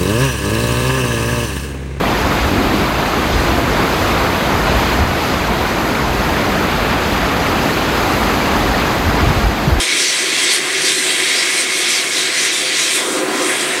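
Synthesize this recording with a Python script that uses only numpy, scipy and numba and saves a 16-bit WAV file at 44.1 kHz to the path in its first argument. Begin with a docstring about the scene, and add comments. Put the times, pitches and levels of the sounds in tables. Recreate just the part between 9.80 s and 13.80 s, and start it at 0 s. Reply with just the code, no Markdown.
"""The gas jet of a furnace burner hisses in uneven surges over the low roar of the flame.
Both are turbulent noise: the jet rings in the burner pipe, with whistly streaks in its treble; the flame
excites a hollow chamber hum. Both ring in the furnace and bounce off near walls of a small workshop.
After about three seconds the jet sags and the flame swells into a deeper roar, then half settles."""
import sys
import numpy as np
from scipy import signal
from scipy.fft import rfft, irfft
from scipy.io import wavfile
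from numba import njit

SR = 44100
rng = np.random.default_rng(int(sys.argv[2]) if len(sys.argv) > 2 else 0)


def persist_wave(psi):
    """Save psi, clipped to +-1, as 16-bit WAV."""
    counts = np.round(np.clip(psi, -1, 1) * 32767).astype(np.int16)
    wavfile.write(sys.argv[1], SR, np.atleast_2d(counts).T)


N = 176400
CUTOFF_HZ = 15750


def from_db(db):
    """Decibels to gain."""
    return 10 ** (np.asarray(db) / 20)


def rms_one(x):
    """Scale to unit rms."""
    return x / np.sqrt(np.mean(x ** 2) + 1e-20)


def in_time(rows):
    """Rows of (seconds, value) to a per-sample curve."""
    return np.interp(np.arange(N) / SR, *np.transpose(rows))


def drift(rate_hz, hop=20, warmup=2000):
    """Smooth random motion of unit rms."""
    pole = np.exp(-2 * np.pi * rate_hz * hop / SR)
    noise = rng.standard_normal(N // hop + warmup + 2)
    slow = signal.lfilter([1], [1, -2 * pole, pole * pole], noise)[warmup:]
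    return np.interp(np.arange(N) / hop, np.arange(len(slow)), rms_one(slow))


def turbulence(colour, count):
    """Coloured noise of unit rms in overlapping bands; yields (centre Hz, band)."""
    log_hz = np.log(np.maximum(np.arange(N // 2 + 1) * SR / N, 1))
    colour_hz, colour_db = np.transpose(colour)
    gain = from_db(np.interp(log_hz, np.log(colour_hz), colour_db))
    spectrum = rfft(rng.standard_normal(N)) * rms_one(gain)
    centres_hz = np.geomspace(100, 14000, count)
    for hz, share in zip(centres_hz, np.eye(count)):
        yield hz, irfft(spectrum * np.interp(log_hz, np.log(centres_hz), share), N)


@njit
def moving_band(x, hz, width_hz):
    """State-variable band-pass: unit peak gain, moving centre."""
    out = np.zeros(len(x))
    low, band, g, loss, scale = 0., 0., 0., 0., 0.
    for i in range(len(x)):
        if i % 16 == 0:
            g, loss = np.tan(np.pi * hz[i] / SR), width_hz / hz[i]
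            scale = 1 / (1 + g * (g + loss))
        v = (band + g * (x[i] - low)) * scale
        band, low = 2 * v - band, low + 2 * g * v
        out[i] = loss * v
    return out


def lift(x, hz, width_hz, boost_db):
    """Boost or dip a narrow band; centre and boost may vary in time."""
    centre_hz = np.clip(hz * np.ones(N), 20, CUTOFF_HZ)
    return x + (from_db(boost_db) - 1) * moving_band(x, centre_hz, float(width_hz))


def jet(level_db=-19.5, surge_depth=1.09):
    """Bright, sputtering nozzle noise; four registers surge, each on its own curve."""
    # Surge curves, low register to high. Each row: time in seconds, relative level in dB.
    rasp = [(0.02, -19.5), (0.06, -24), (0.11, -17.5), (0.31, -20.5), (0.72, -17), (0.82, -19), (1.03, -17),
            (1.34, -18), (1.56, -17.5), (2.01, -20.5), (2.07, -17), (2.26, -21), (2.67, -16), (2.79, -22),
            (2.95, -17), (3.19, -20.5), (3.25, -32), (3.32, -34.5), (3.44, -26.5), (3.51, -30.5),
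            (3.72, -15), (3.76, -18), (3.99, -16.5)]
    rush = [(0.02, -17), (0.24, -17.5), (0.43, -19.5), (0.72, -16), (0.83, -23.5), (1.04, -18.5),
            (1.08, -16.6), (1.22, -23.5), (1.31, -14), (1.35, -18), (1.44, -18), (1.92, -20.5), (2.07, -17),
            (2.22, -19.5), (2.26, -22.5), (2.33, -23.5), (2.37, -17), (2.47, -20.5), (2.72, -19),
            (2.78, -21), (2.94, -18.5), (3.14, -17), (3.26, -25), (3.4, -23), (3.44, -32), (3.54, -24),
            (3.89, -20), (3.99, -25.5)]
    hiss = [(0.02, -20.5), (0.14, -22.5), (0.21, -15.5), (0.37, -20.5), (0.74, -18.5), (0.81, -24.5),
            (0.95, -22.5), (1.06, -20), (1.37, -24.7), (1.57, -17.5), (1.71, -22), (1.82, -17.5),
            (1.87, -24.5), (2.16, -17.5), (2.25, -25), (2.39, -19), (2.43, -21.5), (2.53, -24.5),
            (2.6, -18), (2.91, -24), (2.97, -17), (3.16, -21.5), (3.25, -26.5), (3.33, -24.5),
            (3.43, -31.5), (3.63, -22), (3.77, -28), (3.81, -21), (3.87, -32), (3.99, -25.5)]
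    sizzle = [(0.02, -19), (0.08, -25.5), (0.22, -18), (0.26, -22.4), (0.57, -23), (0.64, -19),
              (0.68, -24.5), (0.74, -15), (0.8, -25.5), (0.99, -24), (1.07, -19), (1.65, -22.5),
              (1.81, -19), (1.86, -26), (1.99, -19), (2.06, -24), (2.1, -20), (2.33, -23.5), (2.39, -19.5),
              (2.5, -26.4), (2.66, -19), (2.7, -28), (2.74, -20), (2.92, -25.5), (3.0, -20), (3.1, -20.5),
              (3.16, -15.5), (3.22, -24), (3.34, -22.5), (3.47, -29.5), (3.71, -20), (3.75, -22),
              (3.81, -20.5), (3.99, -27)]
    # Jet spectrum. Each row: frequency in Hz, relative density in dB.
    colour = [(600, -33), (1300, -16.5), (1700, -3.5), (2150, -1.94), (2850, -6.5), (3500, -3),
              (4900, -5.5), (5800, -6.5), (7000, -8), (8600, -4.5), (10000, -12), (12400, -21.5),
              (13200, -28), (16000, -41)]
    registers_hz = [2060, 3520, 5970, 8370]
    curves_db = np.array([in_time(rows) for rows in (rasp, rush, hiss, sizzle)])
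    surges_db = surge_depth * (curves_db - curves_db.mean(axis=1, keepdims=True))
    out = np.zeros(N)
    for hz, band in turbulence(colour, count=30):
        shares = np.array([np.interp(np.log(hz), np.log(registers_hz), row) for row in np.eye(4)])
        flutter_db = 0.5 * drift(rate_hz=13)
        out += band * from_db(shares @ surges_db + flutter_db)
    sputter_db = 0.35 * drift(rate_hz=165)
    return out * from_db(level_db + sputter_db)


def burner_pipe(x):
    """The pipe rings with shifting pitch and strength."""
    # Pipe resonance. Each row: time in seconds, centre in Hz.
    pitch = [(0.0, 2280), (0.4, 2100), (0.46, 2300), (0.67, 2060), (0.73, 2130), (1.4, 2100), (1.45, 2210),
             (2.24, 2170), (2.28, 2300), (2.65, 2050), (2.68, 2230), (3.0, 2150), (3.05, 2350),
             (3.15, 2250), (3.19, 2090), (3.59, 2020), (3.95, 2090), (4.0, 1920)]
    # Ring strength. 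Each row: time in seconds, boost in dB.
    boost = [(0, 7.5), (.8, 3.5), (1.3, 3.5), (1.5, 6.5), (1.8, 7.5), (2.0, 6), (3.1, 3.5), (3.25, 10),
             (4, -1)]
    return lift(x, in_time(pitch), width_hz=214, boost_db=in_time(boost))


def whistly_streaks(x, wander=0.036, swing_db=3.5, rate_hz=8.6):
    """Short, narrow, whistly peaks wander, come and go in the treble of the hiss."""
    # Strongest streaks. Each row: peak time in seconds, length in seconds, centre in Hz, boost in dB.
    whistles = [(0.663, 0.069, 7960, 8.5), (1.08, 0.075, 5540, 7), (1.477, 0.18, 3740, 3.5),
                (1.8, 0.043, 8550, 8), (2.14, .06, 4870, 4), (2.64, 0.079, 5760, 3.5),
                (2.997, 0.1, 6750, 7), (3.7, 0.065, 10200, 9)]
    for hz in np.geomspace(3696, 11040, 12):
        centre_hz = hz * np.exp(wander * drift(rate_hz))
        x = lift(x, centre_hz, width_hz=147, boost_db=swing_db * np.minimum(drift(rate_hz), 2))
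    for peak_s, length_s, hz, peak_db in whistles:
        swell = np.exp(-2 * ((np.arange(N) / SR - peak_s) / length_s) ** 2)
        x = lift(x, hz, width_hz=240, boost_db=peak_db * swell)
    return x


def flame(gain_db=-2, flutter_hz=9):
    """Combustion noise: a low drone under a broader roar; bands flutter partly together."""
    # Drone and roar envelopes. Each row: time in seconds, relative level in dB.
    drone = [(0.02, -23.5), (0.06, -35), (0.15, -24.5), (0.35, -31.5), (0.43, -26), (0.75, -29),
             (0.8, -24.5), (0.89, -29.8), (0.95, -25.5), (2.15, -29.5), (2.51, -28), (2.55, -34),
             (2.59, -27), (2.76, -30.5), (2.81, -26), (3.11, -31), (3.29, -20), (3.52, -18.5), (3.69, -20),
             (3.73, -24.5), (3.99, -25.5)]
    roar = [(0.02, -25), (0.12, -28.5), (1.07, -28.5), (1.21, -34), (1.25, -28), (2.54, -29), (3.15, -30.5),
            (3.2, -22.5), (3.33, -22.5), (3.61, -19.5), (3.76, -25), (3.8, -24), (3.99, -24)]
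    # Flame spectrum. Each row: frequency in Hz, relative density in dB.
    colour = [(25, -35), (55, -44), (80, -33), (110, -27.5), (150, -19), (220, -11), (310, -1.9),
              (380, -2.5), (450, -10), (700, -9.5), (900, -13.5), (1400, -10), (2200, -12.5), (5000, -35)]
    crossover_hz, rumble_hz = [400, 536], 200
    drone_db, roar_db = in_time(drone), in_time(roar)
    common_flutter = drift(flutter_hz)
    out = np.zeros(N)
    for hz, band in turbulence(colour, count=18):
        roar_share = np.interp(hz, crossover_hz, [0, 1])
        swing = 0.43 if hz < rumble_hz else 1  # rumble only partly follows the drone
        low_db = drone_db.mean() + swing * (drone_db - drone_db.mean())
        flutter_db = 0.63 * (0.5 * common_flutter + drift(flutter_hz))
        out += band * from_db(gain_db + (1 - roar_share) * low_db + roar_share * roar_db + flutter_db)
    return out


def chamber(x):
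    """The flame excites a hollow hum that wavers with the hot gas."""
    # Chamber resonance. Each row: time in seconds, centre in Hz.
    pitch = [(0.0, 367), (0.1, 333), (0.15, 362), (0.32, 370), (0.39, 326), (0.44, 344), (0.99, 353),
             (1.1, 370), (1.2, 335), (1.55, 370), (1.6, 354), (3.29, 350), (3.38, 333), (3.53, 373),
             (3.63, 320), (3.66, 340), (4.0, 355)]
    waver = np.exp(0.059 * drift(rate_hz=15))
    return lift(x, in_time(pitch) * waver, width_hz=53, boost_db=5.5)


def furnace(x):
    """Steady resonances and notches of furnace, pipe and room colour the noise."""
    # Each row: centre in Hz, width in Hz, boost in dB (negative for a notch).
    resonances = [(103, 17.6, 8), (138.7, 10.5, 6.5), (154.8, 6.8, 9), (195, 7.4, 2.5), (377, 31, 3),
                  (467, 18, 5.5), (516, 13, 10.5), (637, 24, 4), (698, 13, 5), (736, 26, 6.5), (850, 14, 2),
                  (914, 16, 5.5), (1018.4, 25, 9.5), (1097, 21, 8.5), (1227, 17, 7.5), (1356, 14, 2.5),
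                  (1392, 20, 3.5), (1425, 15, 6), (1496, 38, -1), (1616, 34, 1), (1646, 27, 5),
                  (1880, 31, -1.5), (1970, 47, 3), (2020, 36, 0), (2044, 24, 2), (2260, 25, 3),
                  (2370, 19, -3.5), (2467, 45, 4.5), (2700, 16, 9), (2870, 27, 5.5), (3180, 64, 4.5),
                  (3250, 45, 4.5), (3410, 40, 3.5), (3620, 35, 2), (3740, 41, 0.5), (3940, 100, 3),
                  (4450, 78, -4.5), (4604, 90, 3.5), (4960, 160, -6), (5170, 110, 2), (5910, 85, 4),
                  (6210, 68, 2)]
    for hz, width_hz, boost_db in resonances:
        x = lift(x, hz, width_hz, boost_db)
    return x


def workshop(x, count=40, band_hz=(860, 6000), delay_s=(0.005, 0.05), echo_db=-7):
    """Direct sound plus reflections; near walls, benches and tools scatter the middle and treble."""
    scattered = signal.sosfilt(signal.butter(1, band_hz, "band", fs=SR, output="sos"), x)
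    lags = (rng.uniform(*delay_s, count) * SR).astype(int)
    echoes = sum((-1) ** k * np.pad(scattered, (lag, 0))[:N] for k, lag in enumerate(lags))
    return x + from_db(echo_db) * echoes / np.sqrt(count)


def gas_flow(level_db=-46, low_hz=4000):
    """Faint, steady hiss of flowing gas."""
    band = signal.butter(1, [low_hz, CUTOFF_HZ], "band", fs=SR, output="sos")
    return from_db(level_db) * rms_one(signal.sosfilt(band, rng.standard_normal(N)))


def scene():
    """Flame and jet sound through the furnace into the room; mono."""
    roar = chamber(flame())
    hiss = whistly_streaks(burner_pipe(jet()))
    room = workshop(furnace(roar + hiss))
    return (room + gas_flow())[None, :]


def record(dry, low_hz=65):
    """A small microphone loses the deep bass; the top is cut steeply."""
    thin = signal.sosfilt(signal.butter(2, low_hz, "high", fs=SR, output="sos"), dry)
    return signal.sosfilt(signal.ellip(12, .1, 80, CUTOFF_HZ, fs=SR, output="sos"), thin)


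dry = scene()
out = record(dry)
persist_wave(out)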